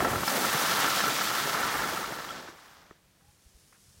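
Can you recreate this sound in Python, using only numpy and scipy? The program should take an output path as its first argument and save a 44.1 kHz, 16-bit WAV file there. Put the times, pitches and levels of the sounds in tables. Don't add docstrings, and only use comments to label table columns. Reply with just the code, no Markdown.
import sys
import numpy as np
from scipy import signal
from scipy.fft import rfft, irfft
from scipy.io import wavfile

SR = 44100
rng = np.random.default_rng(int(sys.argv[2]) if len(sys.argv) > 2 else 0)


def pcm_store(signal):
    levels = np.round(np.clip(np.atleast_2d(signal), -1, 1) * 32767)
    wavfile.write(sys.argv[1], SR, levels.astype(np.int16).T)


N = 176400


def from_db(db):
    return 10 ** (np.asarray(db) / 20)


def rms_one(x):
    return x / np.sqrt(np.mean(x ** 2) + 1e-20)


def seconds():
    return np.arange(N) / SR


def in_time(rows, before=None, after=None):
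    s, *columns = np.transpose(rows)
    return [np.interp(seconds(), s, column, left=before, right=after) for column in columns]


def drift(rate_hz):
    step = 20
    pole = np.exp(-2 * np.pi * rate_hz * step / SR)
    noise = rng.standard_normal(N // step + 2002)
    slow = signal.lfilter([1], [1, -2 * pole, pole * pole], noise)[2000:]
    return np.interp(np.arange(N) / step, np.arange(len(slow)), rms_one(slow))


def ring(clicks, hz, t60_s):
    radius = from_db(-60 / (t60_s * SR))
    angle = 2 * np.pi * hz / SR
    tiny = 1e-18
    return signal.lfilter([0, np.sin(angle)], [1, -2 * radius * np.cos(angle), radius * radius], clicks + tiny)


def random_sizes_db(spread_db):
    return spread_db * np.minimum(rng.exponential(1, N), 5)


def coloured(spectrum, grit_db=0.0):
    hz, db = np.transpose(spectrum)
    bins_hz = np.maximum(np.arange(N // 2 + 1) * SR / N, 1)
    noise = rng.standard_normal(N) * from_db(random_sizes_db(grit_db))
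    colour = from_db(np.interp(np.log(bins_hz), np.log(hz), db))
    return rms_one(irfft(rfft(noise) * colour, N))


# time_s, rumble_db, scrape_db, spray_db, spray_top_db
GLIDE_LEVELS = [(0, -31.5, -32, -40, -40), (.23, -35, -36, -40, -40), (.26, -43, -44, -35.5, -36),
                (.3, -35, -33.5, -34.5, -34), (.8, -38.5, -29.5, -31.5, -34), (1.05, -40, -33, -32.5, -36),
                (1.4, -41, -34, -35, -37.5), (1.65, -40, -31, -36.5, -39.5),
                (1.95, -40.5, -35.5, -39.5, -42.5), (2.2, -44.5, -42, -46, -50.5),
                (2.33, -48, -46, -47, -53.5), (2.5, -53, -49.5, -53, -62.5), (2.52, -57, -55, -58, -64),
                (2.75, -66, -57, -60.5, -65.5), (2.9, -63, -63, -66, -79)]
# time_s, level_db
RINGING_LEVEL = [(0, -48), (.26, -40), (.5, -44), (.68, -35), (.75, -36.5), (1.08, -35), (1.16, -41),
                 (1.3, -36), (1.62, -39), (2.05, -50), (2.33, -44), (2.5, -73)]
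# freq_hz, relative_db
RUMBLE_COLOUR = [(59, -35), (100, -17), (151, -3), (249, -1), (700, -3), (910, -2), (1200, -61)]
# freq_hz, relative_db
SCRAPE_COLOUR = [(290, -27), (500, -12), (1180, -2.5), (1780, -5), (2600, -18.5), (4000, -33)]
# freq_hz, relative_db
SPRAY_COLOUR = [(1290, -13), (2200, -0.5), (2460, -3), (3320, -0.5), (5850, -4), (8000, -12), (11500, -40)]
# freq_hz, relative_db
SPRAY_TOP_COLOUR = [(4120, -12), (7000, -4.5), (9340, -4.5), (15700, -5)]
# freq_hz, relative_db, undamped_t60_s
BOARD_MODES = [(150, -16, .07), (330, -14, .035), (780, -8, .025), (1050, -11, .012), (1340, 1, .06),
               (1530, -8, .04), (1750, -8, .04), (3290, -17, .025), (5130, -19, .025)]
GRAINS_PER_S, GRAIN_SPREAD_DB = 1500, 2
CHATTER_HZ, CHATTER_DB = 25, 0.55
SMOOTH_FROM_S, SMOOTH_SHARE = 2.3, 0.25
STOP_S, STOP_DB_PER_S = 2.91, 158


def grain_ringing():
    sizes = from_db(random_sizes_db(GRAIN_SPREAD_DB)) * rng.choice([-1, 1], N)
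    grains = sizes * (rng.random(N) < GRAINS_PER_S / SR)
    return rms_one(sum(from_db(db + 2.0 * drift(22)) * ring(grains, hz, t60_s)
                       for hz, db, t60_s in BOARD_MODES))


def glide():
    rumble_db, scrape_db, spray_db, top_db = in_time(GLIDE_LEVELS)
    ring_db, = in_time(RINGING_LEVEL, after=-120)
    t = seconds()
    ridges_db = CHATTER_DB * drift(CHATTER_HZ) * np.where(t < SMOOTH_FROM_S, 1, SMOOTH_SHARE)

    ringing = from_db(ring_db + 0.36 * ridges_db) * grain_ringing()
    rumble_db = rumble_db + 0.44 * ridges_db + 2.33 * drift(14.4)
    rumble = from_db(rumble_db) * coloured(RUMBLE_COLOUR, grit_db=4.5)
    scrape = from_db(scrape_db + ridges_db) * coloured(SCRAPE_COLOUR, grit_db=5.5)
    spray_db = spray_db + 0.8 * ridges_db + 0.9 * drift(43)
    spray = from_db(spray_db) * coloured(SPRAY_COLOUR, grit_db=3.5)
    top_db = top_db + 0.274 * ridges_db + 1.06 * drift(30)
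    spray_top = from_db(top_db) * coloured(SPRAY_TOP_COLOUR, grit_db=1.7)

    moving = from_db(-STOP_DB_PER_S * np.maximum(t - STOP_S, 0))
    return moving * (rumble + scrape + ringing + spray + spray_top)


# start_s, strength_db, favoured_mode_hz
KNOCKS = [(.004, -10.5, 1050), (0.048, -11.5, 1340), (.133, -13, 780), (.157, -19.5, 1340),
          (.2318, -14, 1050), (.2775, -13.5, 5130), (0.279, -20.5, 1340), (0.443, -17, 1340),
          (0.486, -19, 1340), (0.527, -17, 1750), (0.543, -17.5, 150), (0.591, -22.5, 1340),
          (0.711, -16.5, 1340), (.781, -15.5, 1340), (.843, -15, 1340), (0.875, -15, 1340),
          (1.002, -12.5, 1750), (1.038, -14.5, 1340), (1.077, -16.5, 1340), (1.211, -18.5, 1340),
          (1.313, -18, 1340), (1.545, -16.5, 1340), (1.63, -19, 1340), (1.836, -18, 1340),
          (1.887, -21, 780), (1.971, -18.5, 1340), (2.04, -20.5, 1340), (2.121, -24.5, 330),
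          (2.29, -26, 3290), (2.306, -28.5, 3290), (2.475, -32, 1530), (2.485, -31, 330)]
KNOCK_SPREAD_S = .004
FAVOURED_DB = -7
KNOCK_RING_DB, KNOCK_DAMPING = -10.5, 0.24
KNOCK_PUFF_S, KNOCK_PUFF_DB = 0.0075, -15
CRACK_HZ, CRACK_T60_S, CRACK_DB = 1150, 0.0041, -8


def knocks():
    s, db, favoured_hz = np.transpose(KNOCKS)
    at = (s * SR).astype(int)
    uneven_db = rng.normal(0, 1.3, (len(s), len(BOARD_MODES)))
    late = (rng.uniform(0, KNOCK_SPREAD_S, uneven_db.shape) * SR).astype(int)
    modes = 0
    for k, (hz, mode_db, t60_s) in enumerate(BOARD_MODES):
        free = np.abs(np.log(favoured_hz / hz)) < .07
        click_db = db + np.where(free, FAVOURED_DB, mode_db + KNOCK_RING_DB + uneven_db[:, k])
        damped_and_free = np.zeros((2, N))
        damped_and_free[free.astype(int), at + late[:, k]] = from_db(click_db)
        modes = modes + ring(damped_and_free[0], hz, t60_s * KNOCK_DAMPING)
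        modes = modes + ring(damped_and_free[1], hz, t60_s)

    clicks = np.zeros(N)
    clicks[at] = from_db(db)
    fade = signal.lfilter([1], [1, -np.exp(-1 / (KNOCK_PUFF_S * SR))], clicks + 1e-18)
    puff = from_db(KNOCK_PUFF_DB) * fade * coloured(SCRAPE_COLOUR)
    crack = from_db(CRACK_DB) * ring(clicks, CRACK_HZ, CRACK_T60_S)
    return modes + puff + crack


# start_s, level_db, pitch_hz, t60_s
SETTLE = [(2.9093, -40, 1250, .014), (2.9104, -42, 1800, .01), (2.9117, -38, 380, .018)]


def settle():
    return sum(from_db(db) * ring(1. * (np.arange(N) == int(s * SR)), hz, t60_s)
               for s, db, hz, t60_s in SETTLE)


# start_s, length_s, level_db
CRUNCHES = [(3.207, .025, -67), (3.725, 0.016, -56.5), (3.74, 0.05, -62)]
# freq_hz, relative_db
CRUNCH_COLOUR = [(350, -48), (600, -9), (887, -8), (1540, -2), (2600, -12), (4900, -60)]


def crunches():
    envelope = 0
    for s, length_s, db in CRUNCHES:
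        share = np.clip((seconds() - s) / length_s, 0, 1)
        envelope = envelope + from_db(db) * np.sqrt(share) * (1 - share) ** 2 * 3
    return envelope * coloured(CRUNCH_COLOUR, grit_db=2.0)


# crossing_s, level_db, pitch_hz
THUMPS = [(3.059, -61, 53.8), (3.289, -54, 80), (3.464, -50.5, 56.5), (3.554, -51.5, 51.7),
          (3.884, -56, 91.5), (3.983, -52, 80.7)]
THUMP_CYCLES = 2.1


def handling():
    out = 0
    for s, db, hz in THUMPS:
        cycles = (seconds() - s) * hz
        share = np.clip(cycles / THUMP_CYCLES + 0.38, 0, 1)
        out = out + from_db(db) * np.sin(2 * np.pi * cycles) * np.sin(np.pi * share) ** 2
    return out


SQUEAK_S, SQUEAK_LENGTH_S, SQUEAK_DB = 3.2, 0.14, -73
SQUEAK_HZ, SQUEAK_RISE_HZ = 740, 110


def squeak():
    share = np.clip((seconds() - SQUEAK_S) / SQUEAK_LENGTH_S, 0, 1)
    pitch_hz = SQUEAK_HZ + SQUEAK_RISE_HZ * np.sqrt(share)
    tone = np.sin(2 * np.pi * np.cumsum(pitch_hz) / SR)
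    return from_db(SQUEAK_DB + 4.0 * drift(40)) * np.sin(np.pi * share) * tone


# time_s, level_db
FAR_SKIER_LEVEL = [(3.0, -80), (3.3, -69.5), (3.85, -63), (4.0, -63)]
# freq_hz, relative_db
FAR_SKIER_COLOUR = [(1470, -37.5), (2500, -12.5), (5400, -3), (7870, -5.5), (9620, -4.5), (15700, -19)]


def far_skier():
    level_db, = in_time(FAR_SKIER_LEVEL)
    return from_db(level_db + .8 * drift(15)) * coloured(FAR_SKIER_COLOUR, grit_db=3.0)


# time_s, level_db
WIND_LEVEL = [(0, -38), (.23, -41.5), (.28, -58), (.6, -57), (1.25, -63.5), (1.75, -49), (2.2, -58.5),
              (2.6, -70), (3.7, -70.5), (4.0, -63.5)]
# freq_hz, relative_db
WIND_COLOUR = [(12, -41), (20, -30), (50, -1.5), (90, 0), (200, -2.5), (300, -52)]


def wind():
    level_db, = in_time(WIND_LEVEL)
    return from_db(level_db + 2.0 * drift(8.2)) * coloured(WIND_COLOUR)


# freq_hz, relative_db
AIR_COLOUR = [(24, -33), (40, -15), (193, -19.5), (487, -22.5), (803, -26.5), (1700, -26.5), (5510, -32.5),
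              (15700, -37.5)]
AIR_DB = -66


def open_air():
    return from_db(AIR_DB) * coloured(AIR_COLOUR)


BOARD_LOW_CUT_HZ = 113


def scene():
    low_cut = signal.butter(4, BOARD_LOW_CUT_HZ, "high", fs=SR, output="sos")
    board = signal.sosfilt(low_cut, glide() + knocks() + crunches())
    mono = board + settle() + handling() + squeak() + far_skier() + wind() + open_air()
    return np.stack([mono, mono])


CUTOFF_HZ = 15890


def record(dry):
    return signal.sosfilt(signal.ellip(14, .3, 60, CUTOFF_HZ, fs=SR, output="sos"), dry)


dry = scene()
out = record(dry)
pcm_store(out)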